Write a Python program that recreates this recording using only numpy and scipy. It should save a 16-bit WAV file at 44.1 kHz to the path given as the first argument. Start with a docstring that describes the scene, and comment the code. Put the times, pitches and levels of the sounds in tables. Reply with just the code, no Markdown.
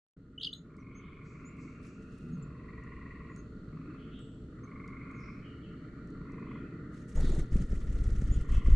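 """A distant road and a far frog chorus murmur beyond a porch roof. A bird at its nest gives one buzzy
chirp from its syrinx, then thin peeps and dry ticks of bill and claw. Tree frogs trill in the garden,
each note a pulse coloured by the vocal sac, while other birds call and hoarse squeaks fade in the trees.
Then the bird takes off and hovers beside the microphone, each wingbeat a thump of air with a swish
of feathers."""
import sys
import numpy as np
from scipy import signal
from scipy.fft import rfft, irfft, next_fast_len
from scipy.io import wavfile

SR = 44100
rng = np.random.default_rng(int(sys.argv[2]) if len(sys.argv) > 2 else 0)


def wav_record(signal):
    """Record a signal, one row per channel, as 16-bit PCM in the file named by sys.argv[1]."""
    frames = np.transpose(np.atleast_2d(signal))
    bounded = np.clip(frames, -1, 1)
    # unit amplitude maps onto the largest positive 16-bit level
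    quanta = np.round(bounded * 32767).astype(np.int16)
    wavfile.write(sys.argv[1], SR, quanta)


N = 385875
TIME = np.arange(N) / SR


def from_db(db):
    """Decibels to gain."""
    return 10 ** (np.asarray(db) / 20)


def rms_one(x):
    """Scale to unit rms."""
    return x / np.sqrt(np.mean(x ** 2) + 1e-20)


def fader(points):
    """Gain riding along a curve of (seconds, dB) points."""
    return from_db(np.interp(TIME, *np.transpose(points)))


def drift(rate_hz):
    """Smooth random wander of spread 1."""
    hop, warm_up = 40, 2000
    pole = np.exp(-2 * np.pi * hop * rate_hz / SR)
    white = rng.standard_normal(N // hop + warm_up + 2)
    slow = signal.lfilter([1], [1, -2 * pole, pole * pole], white)[warm_up:]
    return np.interp(np.arange(N) / hop, np.arange(len(slow)), rms_one(slow))


def band(x, low_hz, high_hz, order=2):
    """Band-pass; a higher order gives steeper edges."""
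    return signal.sosfilt(signal.butter(order, [low_hz, high_hz], "band", fs=SR, output="sos"), x + 1e-18)


def stereo(mid, side, side_db):
    """Left and right from a shared and an opposed part."""
    return mid + from_db(side_db) * side * np.array([[1], [-1]])


def noise(colour, side_db):
    """Stereo noise of rms 1, shaped by (Hz, dB) points and falling 40 dB an octave beyond them."""
    size = next_fast_len(N)
    hz, db = np.transpose(colour)
    bins = np.maximum(np.arange(size // 2 + 1) * SR / size, 1)
    octaves_beyond = np.abs(np.log2(bins / np.clip(bins, hz[0], hz[-1])))
    gain = from_db(np.interp(np.log(bins), np.log(hz), db) - 40 * octaves_beyond)
    mid, side = irfft(rfft(rng.standard_normal((2, size))) * gain, size)[:, :N]
    return rms_one(stereo(mid, side, side_db))


def echoes(x, t60, delay_s, side_db):
    """Diffuse reflections that arrive after a delay and die away; the tail has unit energy."""
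    t = np.arange(SR) / SR
    tail = rng.standard_normal((2, SR)) * from_db(-60 * t / t60) * (t > delay_s)
    tail = stereo(tail[0], tail[1], side_db)
    return signal.fftconvolve(x[None], tail / np.sqrt(np.sum(tail ** 2) / 2), axes=1)[:, :N]


def add(out, start_s, sound):
    """Mix a short sound in at a time."""
    i = max(int(start_s * SR), 0)
    out[i:i + len(sound)] += sound[:max(N - i, 0)]


def bell(t, width_s):
    """Gaussian bump of height 1."""
    return np.exp(-.5 * (t / width_s) ** 2)


def beats(first_s, last_s, count, slowing_per_s):
    """Times of a run of beats whose spacing lengthens steadily."""
    progress, length = np.linspace(0, 1, count), last_s - first_s
    return first_s + length * progress * (1 + slowing_per_s * length * (progress - 1))


def garden(rumble_db=-54, hiss_db=-76, settle_db=-11, settle_s=1):
    """The bed: distant road, throbbing far chorus, insects, deep rumble, faint hiss and an appliance hum."""
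    # Fader moves of road, frog chorus and insects. Each row: time in seconds, level in dB.
    road_levels = [(0.3, -56), (0.35, -55.5), (0.71, -51.5), (2.07, -48.5), (6.05, -47), (6.46, -43),
                   (7.0, -46.5)]
    chorus_levels = [(0.25, -75.5), (1.29, -64.5), (3.75, -65.5), (3.96, -60), (4.45, -71.5), (4.53, -62),
                     (4.72, -61.5), (4.9, -64), (4.98, -58), (5.29, -58), (5.42, -63), (6.92, -59),
                     (7.05, -66), (8.3, -64)]
    insect_levels = [(2.1, -84), (2.15, -81), (4.04, -81), (4.27, -86), (6.11, -79), (6.9, -84)]
    # Tone colours of the noise layers. Each row: frequency in Hz, relative level in dB.
    road_colour = [(60, -7.5), (110, -7), (156, 0), (210, -3), (270, -5.5), (340, -8.5), (390, -14),
                   (440, -11), (540, -26.5), (640, -28.5), (800, -40), (1000, -40)]
    rumble_colour = [(20, -1.5), (40, -4.5), (70, -2.5), (100, -16.5), (140, -24.5)]
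    chorus_colour = [(800, -36.5), (1000, -19), (1200, -1), (1330, 1), (1410, 5.5), (1460, -2.5),
                     (1530, -9.5), (1750, -11), (2000, -8.5), (2400, -32.5), (2800, -25), (3200, -43.5)]
    insect_colour = [(3800, -11), (4200, -6), (4430, -3), (4650, -14.5), (4950, -24.5)]
    hiss_colour = [(500, -2), (1000, -5.5), (3000, -2.5), (5000, -12), (7500, -11), (10000, -24),
                   (14000, -39.5)]
    # Partials of a house appliance. Each row: frequency in Hz, settled rms level in dB.
    hum_partials = [(120, -56.5), (269, -58), (435, -69.5), (600, -76)]
    road = fader(road_levels) * noise(road_colour, side_db=-27)
    rumble = from_db(rumble_db) * noise(rumble_colour, side_db=-24)
    chorus = fader(chorus_levels) * from_db(1.6 * drift(23)) * noise(chorus_colour, side_db=-6.5)
    insects = fader(insect_levels) * from_db(1.2 * drift(25)) * noise(insect_colour, side_db=-4.5)
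    hiss = from_db(hiss_db) * noise(hiss_colour, side_db=0)
    hum = sum(np.sqrt(2) * from_db(db + 1.6 * drift(5.2)) * np.sin(2 * np.pi * hz * TIME + .5 * drift(2))
              for hz, db in hum_partials)
    settle = from_db(settle_db * np.exp(-TIME / settle_s))  # starts low and eases up to full level
    return road + chorus + settle * (insects + rumble + hiss + hum)


def syrinx(syllables, buzz_hz, regular=1, ragged=.12):
    """Near-sine glides; a fast flutter of the syrinx makes them buzz, and the tone weakens on upswings."""
    out = np.zeros(N)
    flutter_phase = 2 * np.pi * np.cumsum(buzz_hz * (1 + .3 * drift(120))) / SR
    flutter = regular * np.sin(flutter_phase) + ragged * drift(200)
    for start, length, start_hz, middle_hz, end_hz, db, depth_hz, overtone_db in syllables:
        progress = np.linspace(0, 1, int(length * SR))
        hz = np.polyval(np.polyfit([0, .5, 1], [start_hz, middle_hz, end_hz], 2), progress)
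        swing_hz = depth_hz * flutter.take(int(start * SR) + np.arange(len(progress)), mode="wrap")
        phase = 2 * np.pi * np.cumsum(hz + swing_hz) / SR
        arch = np.sin(np.pi * progress)
        envelope = np.abs(arch) ** 0.9 * np.tanh(2 * arch) * (1 - swing_hz / hz)
        overtones = np.sin(2 * phase) + 0.37 * np.sin(3 * phase) + .1 * np.sin(4 * phase)
        add(out, start, from_db(db) * envelope * (np.sin(phase) + from_db(overtone_db) * overtones))
    return out


def birds(hollows_hz=(4380, 5250, 5550), peep_depth_hz=45, peep_overtone_db=-38, tree_overtone_db=-45.5,
          beam_delay_s=0.021):
    """Nest calls bounce off a beam and ring briefly under the roof; birds in the trees are mostly echo."""
    # Syllables of the buzzy chirp. Each row: start and length in seconds, start, middle and end pitch
    # in Hz, level in dB, buzz depth in Hz, overtones in dB against the tone.
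    chirp_syllables = [(.3765, .014, 2930, 2980, 2950, -37.5, 0, -40),
                       (.396, .011, 3050, 3250, 3150, -47, 150, -25),
                       (.408, .009, 3000, 3100, 3400, -36, 150, -30),
                       (.415, .005, 3600, 3800, 3700, -38, 250, -28),
                       (.421, .011, 3550, 3750, 3850, -41, 550, -30),
                       (.429, .011, 3600, 3900, 3650, -30, 820, -33),
                       (.443, .013, 3780, 4020, 3720, -29, 850, -33),
                       (.456, .013, 3500, 3330, 3180, -40, 200, -22),
                       (.466, .014, 3250, 3000, 2820, -30.5, 20, -30),
                       (.528, .007, 3300, 3550, 3750, -33.5, 120, -31),
                       (.533, .007, 3850, 4000, 4050, -35.5, 120, -21)]
    # Thin peeps at the nest. Each row: start and length in seconds, start, middle and end pitch in Hz,
    # level in dB.
    nest_peeps = [(0.515, 0.016, 6700, 6500, 6500, -64), (0.536, 0.068, 6600, 6630, 7040, -64),
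                  (0.786, 0.039, 6400, 5940, 5170, -74.5), (0.942, 0.065, 5860, 6500, 5850, -64.5),
                  (1.444, 0.058, 6400, 7070, 7100, -59.5), (2.315, 0.052, 6840, 6600, 6200, -70),
                  (2.421, 0.018, 7400, 7230, 7000, -59), (3.371, 0.036, 6030, 6500, 6300, -63.5),
                  (4.631, 0.024, 6230, 6370, 6070, -64), (7.14, 0.06, 6320, 6740, 6900, -60),
                  (7.313, 0.022, 7120, 7030, 7060, -55.5), (8.308, 0.053, 6000, 7080, 6050, -54)]
    # Straight glides from the trees. Each row: start and length in seconds, start and end pitch in Hz,
    # relative level in dB, nominal buzz depth in Hz.
    tree_calls = [(0.866, 0.33, 2990, 3290, -63, 454), (3.268, 0.15, 7040, 6630, -69, 197),
                  (3.956, 0.13, 3205, 3020, -56.5, 306), (4.093, 0.121, 3250, 3040, -49.5, 523),
                  (4.195, 0.043, 8230, 7300, -59.5, 195), (5.125, 0.08, 7100, 5900, -68, 400),
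                  (5.167, 0.13, 5600, 5100, -60.5, 350), (5.412, 0.11, 3180, 2790, -53, 180),
                  (5.613, 0.07, 3230, 2764, -52, 220), (6.414, 0.21, 3190, 3140, -62.5, 400),
                  (7.197, 0.11, 4310, 3610, -47.5, 610), (8.277, 0.12, 3230, 2936, -54.5, 400),
                  (8.483, 0.11, 2930, 3020, -48, 424), (8.63, 0.12, 2990, 2850, -52, 500)]
    chirp = syrinx(chirp_syllables, buzz_hz=390)
    for hz in hollows_hz:  # notches hollow out the chirp above its tone
        chirp = signal.lfilter(*signal.iirnotch(hz, Q=16, fs=SR), chirp)
    chirp = signal.sosfilt(signal.ellip(7, .5, 55, 2780, "high", fs=SR, output="sos"), chirp + 1e-18)
    peeps = syrinx([(*peep, peep_depth_hz, peep_overtone_db) for peep in nest_peeps], buzz_hz=306)
    nest = chirp + peeps
    glides = [(start, length, start_hz, (start_hz + end_hz) / 2, end_hz, db, depth, tree_overtone_db)
              for start, length, start_hz, end_hz, db, depth in tree_calls]
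    trees = syrinx(glides, buzz_hz=108.8, regular=0.66, ragged=0.501)
    porch = from_db(-8.5) * echoes(nest, t60=.19, delay_s=.004, side_db=-2.5)
    beam = from_db(-17) * np.interp(TIME - beam_delay_s, TIME, nest)
    tree_echo = from_db(-6.5) * echoes(trees, t60=0.72, delay_s=0.0027, side_db=-6)
    return nest + beam + porch + from_db(-12.5) * trees + tree_echo


def frog_notes(slack_lower_db=-4.5, slack_upper_db=-25, slack_sharp=.07,
               scatter_db=1.3, pitch_scatter=0.0095):
    """A trill starts slack: quieter, duller and a little sharp until the frog works up to full effort."""
    # Trills of the near frogs. Each row: first and last note in seconds, note count, slowing per second,
    # pitch in Hz, lower and upper partial in dB, swell time in seconds, growth in dB per second,
    # relative pitch rise of the lower partial per second, echo send in dB.
    trills = [(0.665, 1.683, 24, 0.08, 1084, -59.5, -58, 0.17, 1, 17.6, 4.5),
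              (1.752, 2.241, 10, 0.17, 1307, -55.5, -67, 0.062, -29, 24, -7),
              (2.372, 3.302, 21, 0.033, 972, -55, -53, 0.44, 2.5, 17, 2),
              (3.691, 3.948, 7, 0.2, 1353, -55.5, -72, 0.13, 15, 29.3, -4.5),
              (4.598, 5.287, 17, .1, 1074, -52.5, -49.7, 0.18, -1.5, 15.05, 3.5),
              (6.175, 6.56, 10, 0.097, 1032, -54, -60, 0.18, 17, 25.7, -7),
              (8.449, 8.749, 8, 0.047, 1023, -50.5, -54, 0.16, 2, 20, -2.5)]
    notes = []
    for first, last, count, slowing, hz, lower_db, upper_db, swell_s, growth, rise, echo_db in trills:
        for onset in beats(first, last, count, slowing):
            slack = np.clip(1 - (onset - first) / swell_s, 0, 1) ** 2
            chance, grown_db = rng.standard_normal(3), growth * (onset - first)
            note_hz = hz * (1 + slack_sharp * slack + pitch_scatter * chance[0])
            note_lower_db = lower_db + grown_db + slack_lower_db * slack + scatter_db * chance[1]
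            note_upper_db = upper_db + grown_db + slack_upper_db * slack + scatter_db * chance[2]
            notes.append((onset, note_hz, note_lower_db, note_upper_db, rise, echo_db))
    return notes


def near_frogs(sac_hz=1150, pitch_follow=0.29, upper_lead_s=.002, after_s=0.015, sweep_s=0.00889,
               upper_rise_per_s=10, sweep_scatter=0.21, grit_db=-15):
    """Each note is a rising pulse and an after-pulse; the vocal sac pulls the lower partial to its pitch."""
    direct, echo_send = np.zeros((2, N))
    t = np.arange(-SR // 40, SR // 40) / SR
    bend = sweep_s * np.tanh(t / sweep_s)
    for onset, hz, lower_db, upper_db, rise, echo_db in frog_notes():
        start_phase = rng.uniform(0, 2 * np.pi, 2)
        sweep = 1 + sweep_scatter * rng.standard_normal()
        lower_hz = sac_hz * (hz / sac_hz) ** pitch_follow * (1 + rise * bend)
        upper_hz = 2 * hz * (1 + upper_rise_per_s * sweep * (bend + upper_lead_s))
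        lower = np.sin(2 * np.pi * np.cumsum(lower_hz) / SR + start_phase[0])
        upper = np.sin(2 * np.pi * np.cumsum(upper_hz) / SR + start_phase[1])
        lower *= from_db(lower_db) * bell(t, width_s=0.0037)
        upper *= from_db(upper_db) * bell(t + upper_lead_s, width_s=0.0046)
        add(direct, onset + t[0], lower + upper)
        add(direct, onset + t[0] + after_s, from_db(echo_db / 2) * (0.7 * lower + .3 * upper))
        add(echo_send, onset + t[0], from_db(echo_db) * (lower + from_db(-1.5) * upper))
    throat = band(rng.standard_normal(N), 1680, 2520, order=6)
    throat += .4 * band(rng.standard_normal(N), 920, 1400, order=6)
    grit = from_db(grit_db) * np.abs(signal.hilbert(direct)) * rms_one(throat)
    # The porch answers at once, the trees much later; both give back more of the lower partial.
    porch = echoes(from_db(-7) * echo_send, t60=0.1, delay_s=0.006, side_db=-20)
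    trees = echoes(from_db(-4.5) * echo_send, t60=.7, delay_s=.04, side_db=-8)
    return band(direct + grit + porch + trees, 890, 2750, order=6)


def ticks(decay_s=0.0018, top_hz=8600):
    """Tiny dry snaps of bill and claws; the fuller ones reach lower."""
    # Each row: start in seconds, level before filtering in dB, low edge in Hz.
    snaps = [(0.7672, -62, 4500), (1.568, -60, 5600), (2.837, -59, 5600), (3.362, -49, 5600),
             (4.1924, -59, 5600), (4.878, -55, 3200), (5.1128, -57, 5600), (5.2044, -59, 5600),
             (6.0735, -58.5, 5600), (6.104, -59, 5600), (6.32, -59, 5600)]
    out, t = np.zeros(N), np.arange(SR // 50) / SR
    for start, db, low_hz in snaps:
        snap = from_db(db) * rng.standard_normal(len(t)) * np.exp(-t / decay_s)
        add(out, start, band(band(snap, low_hz, top_hz), 0.77 * low_hz, 9800))
    return out + from_db(-6) * echoes(out, t60=.15, delay_s=.006, side_db=1)


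def far_frogs(notes_per_s=20, throb=0.12, half_width_hz=160, attack_s=0.16, release_s=0.18):
    """Distance smears these trills into throbbing bands of noise."""
    # Each row: start and start of the release in seconds, centre in Hz, level in dB.
    far_trills = [(0.773, 1.893, 2380, -68.5), (1.3, 2.3, 2636, -73), (2.287, 3.37, 2583, -74),
                  (2.55, 3.3, 2260, -70), (2.75, 3.25, 2720, -76.5), (3.658, 4.107, 2160, -74.5),
                  (3.703, 4.01, 2540, -71.5), (4.886, 5.4, 2400, -65.5), (5.05, 5.33, 2510, -75),
                  (5.2, 5.977, 2220, -73.5), (5.295, 8.75, 1870, -72), (6.145, 6.743, 1960, -66),
                  (6.233, 6.66, 2465, -68), (8.347, 8.75, 1963, -63)]
    out = 0
    for start, end, hz, db in far_trills:
        beat = np.sin(2 * np.pi * np.cumsum(notes_per_s * (1 + 0.072 * drift(3.2))) / SR)
        envelope = np.clip((TIME - start) / attack_s, 0, 1) * np.clip((end - TIME) / release_s + 1, 0, 1)
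        white = stereo(*rng.standard_normal((2, N)), side_db=-4.5)
        voice = band(white, hz - half_width_hz, hz + half_width_hz, order=6)
        out = out + from_db(db) * envelope * (1 + throb * beat) * rms_one(voice)
    return out


def squeaks(attack_s=0.048, pitch_hz=990, sag_per_s=.55, hoarseness=.012):
    """High overtones of a sagging, unsteady voice, mixed with hiss, die away among the trees."""
    # Hoarse calls. Each row: start in seconds, decay in seconds, relative level in dB.
    calls = [(1.228, .17, -75), (1.575, 0.064, -69.5), (1.835, 0.073, -71)]
    # Colour of their hiss. Each row: frequency in Hz, relative level in dB.
    hiss_colour = [(4400, -4), (5100, -7), (6000, -2), (7000, -4), (7700, -5.5), (8300, -22),
                   (10000, -27.5)]
    out, waver = 0, 1 + hoarseness * drift(150)
    hiss = from_db(-1.5 + 1.5 * drift(60)) * noise(hiss_colour, side_db=-8)
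    for start, decay, db in calls:
        age = np.clip(TIME - start, 0, None)
        hz = pitch_hz * waver * np.exp(-sag_per_s * np.minimum(age, .3))
        phase = 2 * np.pi * np.cumsum(hz) / SR
        voice = sum(gain * np.sin(k * phase) for k, gain in [(5, .5), (6, .8), (7, 1), (8, .8)])
        tone = from_db(1) * np.exp(-age / decay) * rms_one(voice)
        envelope = np.minimum(age / attack_s, 1) * np.exp(-np.maximum(age - attack_s, 0) / decay)
        out = out + from_db(db) * envelope * (hiss + tone)
    return from_db(-2.5) * out + from_db(-4) * echoes(out.mean(axis=0), t60=.7, delay_s=0.012, side_db=-7)


def rumble_swells():
    """Narrow bands of the low rumble rise and sink again."""
    # Each row: crest time and width in seconds, frequency in Hz, level at the crest in dB.
    swells = [(1.658, 0.036, 281, -47), (2.366, 0.084, 162.7, -40.5), (2.31, 0.064, 245, -48),
              (3.4, 0.058, 118, -50.5), (3.9, 0.023, 293, -42.5), (3.8, 0.073, 158, -45.5),
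              (6.44, 0.42, 288, -50), (3, 0.3, 64, -52)]
    out = 0
    for crest, width, hz, db in swells:
        rumble = rms_one(band(rng.standard_normal(N), hz * 0.872, hz * 1.057))
        out = out + from_db(db) * bell(TIME - crest, width) * rumble
    return out


def stirred_air(first_s, last_s, lead_s=0.0073, attack_s=0.021, release_s=0.029):
    """Attack, hold and release of the air that a burst of flapping sets moving."""
    early, late = np.maximum(first_s - lead_s - TIME, 0), np.maximum(TIME - last_s, 0)
    return np.exp(-np.minimum(early / attack_s + late / release_s, 20))


def flicker(x, depth_db, rate_hz, bands=10):
    """Each stretch of the spectrum flickers on its own."""
    size = next_fast_len(N)
    spectrum = rfft(x, size)
    log_hz = np.log(np.maximum(np.arange(size // 2 + 1) * SR / size, 1))
    centres = np.log(np.geomspace(1200, 11000, bands))
    parts = (irfft(spectrum * np.interp(log_hz, centres, share), size)[:, :N] for share in np.eye(bands))
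    return sum(part * from_db(depth_db * drift(rate_hz)) for part in parts)


def wings(force_scatter_db=1.3, snap_scatter_db=3.5):
    """Each wingbeat is a thump of air; feathers swish on both strokes, over eddies and a whoosh."""
    # Bursts of flapping. Each row: first and last beat in seconds, beat count, pressure in dB, growth
    # in dB per second, suction from 0 to 1, relative levels of feathers, eddies and whoosh in dB.
    bursts = [(7.184, 7.419, 6, -20.5, -14, 0.23, -57.5, -37.5, -54.5),
              (7.549, 7.646, 3, -19.5, -55, 0.4, -59, -36, -70),
              (7.724, 7.837, 3, -21.5, -50, 0.68, -63, -44, -67),
              (7.897, 8.367, 9, -23.5, 4, 0.87, -65.5, -45.5, -69.5),
              (8.417, 8.417, 1, -27, 0, 0.7, -65, -46, -69), (8.519, 8.573, 2, -17, 5, 0.53, -61, -49, -64),
              (8.677, 8.732, 2, -13, 20, 0.54, -62, -42, -63.5)]
    # Feathers rustle as the bird shifts or takes off. 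Each row: time and width in seconds, level in dB.
    rustles = [(1.86, 0.024, -64), (2.03, 0.011, -72), (2.15, 0.054, -77), (2.26, 0.13, -76.5),
               (6.986, 0.042, -66), (7.118, 0.017, -69)]
    # Colours of the feathers and the moving air. Each row: frequency in Hz, relative level in dB.
    feather_colour = [(400, 6), (800, -11), (1150, 11.5), (1400, 18.5), (1560, 10), (1900, 17.5),
                      (2300, 8.5), (2570, 5.5), (2800, 7), (4000, 3.5), (4700, 2.5), (5200, 3), (6500, 6),
                      (8000, 2.5), (10000, -3.5), (11500, -18), (14000, -16.5)]
    eddy_colour = [(20, 11), (60, -13), (120, 5), (200, -4.5), (350, -12), (550, -19.5), (900, -44)]
    whoosh_colour = [(150, -16), (300, -2), (500, -1), (800, -7), (1100, -14.5)]
    pressure, strokes, feather_gain, eddy_gain, whoosh_gain = np.zeros((5, N))
    t = np.arange(-SR // 12, SR // 12) / SR
    # The upstroke draws air away; the downstroke gathers air, pushes it and ends in a sharp suction.
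    upstroke = 0.6 * bell(t + 0.0243, width_s=0.003)
    gather = bell(t + 0.00986, width_s=0.0025)
    push = bell(t, width_s=.0045)
    snap = bell(t - 0.0097, width_s=0.002)
    wake = 0.27 * bell(t - .022, width_s=0.0066)
    for first, last, count, db, growth, suction, feather_db, eddy_db, whoosh_db in bursts:
        for onset in beats(first, last, count, slowing_per_s=0.062):
            chance = rng.standard_normal(2)
            force = from_db(db + growth * (onset - first) + force_scatter_db * chance[0])
            pull = upstroke + suction * (gather + from_db(snap_scatter_db * chance[1]) * snap) + wake
            add(pressure, onset + t[0], force * (push - pull))
            add(strokes, onset + t[0], 0.5 * bell(t + 0.025, width_s=0.0061) + 0.19 * push)
        effort = stirred_air(first, last) * from_db(growth * (np.clip(TIME, first, last) - first))
        feather_gain += from_db(feather_db) * effort
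        eddy_gain += from_db(eddy_db) * effort
        whoosh_gain += from_db(whoosh_db) * effort
    rustle = sum(from_db(db) * bell(TIME - crest, width) for crest, width, db in rustles)
    swish = feather_gain * (1.14 + 1.5 * strokes) + rustle
    vanes = rms_one(flicker(noise(feather_colour, side_db=-5.5), depth_db=2.7, rate_hz=60))
    feathers = swish * from_db(1.55 * drift(80)) * vanes
    eddies = eddy_gain * (0.8 + 0.45 * strokes) * from_db(3.8 * drift(52))
    eddies = eddies * noise(eddy_colour, side_db=-41)
    whoosh = whoosh_gain * from_db(3.8 * drift(40)) * noise(whoosh_colour, side_db=-27)
    lean_left = from_db([[.2], [-.2]])
    return (pressure + eddies) * lean_left + feathers + whoosh


def feather_flicks():
    """Flight feathers slide over each other in short, bright, grainy strokes."""
    # Each row: time and width in seconds, level at the crest in dB.
    flicks = [(7.096, 0.011, -63), (7.159, 0.0057, -58.5), (7.208, 0.0033, -54), (7.254, 0.0052, -61),
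              (7.353, 0.0039, -57), (7.395, 0.0055, -56), (7.529, 0.0037, -61), (7.571, 0.004, -68),
              (7.607, 0.0026, -68), (7.726, .004, -71), (8.041, 0.0049, -60.5), (8.218, 0.0033, -69),
              (8.522, 0.0026, -57), (8.549, 0.0027, -58.5), (8.676, 0.0036, -63)]
    # Colour of a flick. Each row: frequency in Hz, relative level in dB.
    flick_colour = [(1500, 11), (3500, -3.5), (5000, -1), (6500, 4), (8000, 5), (10000, -4), (12000, -17),
                    (14000, -19)]
    envelope = sum(from_db(db) * bell(TIME - crest, width) for crest, width, db in flicks)
    return envelope * from_db(.8 * drift(330)) * noise(flick_colour, side_db=-5)


def air_slaps(cutoff_hz=520):
    """A wing tip sweeps close to the microphone: a sudden suction, after which the air wobbles briefly."""
    # Each row: start in seconds, wobble in Hz, decay in seconds, level before filtering in dB.
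    slaps = [(7.187, 220, 0.012, -33.5), (7.235, 161, 0.0039, -22.5), (7.243, 270, 0.0049, -23.5),
             (7.292, 370, 0.012, -33.5), (7.335, 326, 0.0076, -32), (7.379, 150.4, 0.015, -24.5),
             (7.391, 345, 0.0071, -32.5), (7.556, 195, 0.0048, -18), (7.601, 182, 0.0084, -23.5),
             (7.731, 166, 0.0046, -22.5), (8.315, 197, 0.0042, -26.5), (8.376, 172, 0.0056, -31),
             (8.525, 196, 0.0047, -28.5), (8.684, 200, 0.0017, -16.5)]
    out, t = np.zeros(N), np.arange(SR // 10) / SR
    for start, hz, decay, db in slaps:
        add(out, start, -from_db(db) * np.sin(2 * np.pi * hz * t) * np.exp(-t / decay))
    return signal.sosfilt(signal.butter(4, cutoff_hz, fs=SR, output="sos"), out + 1e-18)


def scene():
    """Everything heard from under the porch roof."""
    bed = garden() + rumble_swells()
    voices = near_frogs() + far_frogs() + birds() + squeaks()
    movement = ticks() + wings() + air_slaps() + feather_flicks()
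    return bed + voices + movement


def record(dry, open_at_s=0.165, fade_s=0.0046, stopband_hz=15300):
    """The microphone lets steady pressure leak away; the sound fades in fast and the top is cut."""
    dry = signal.sosfilt(signal.butter(1, 3, "high", fs=SR, output="sos"), dry)
    fade_in = np.clip((TIME - open_at_s) / fade_s, from_db(-51), 1)
    return signal.sosfilt(signal.cheby2(12, 70, stopband_hz, fs=SR, output="sos"), dry * fade_in)


dry = scene()
out = record(dry)
wav_record(out)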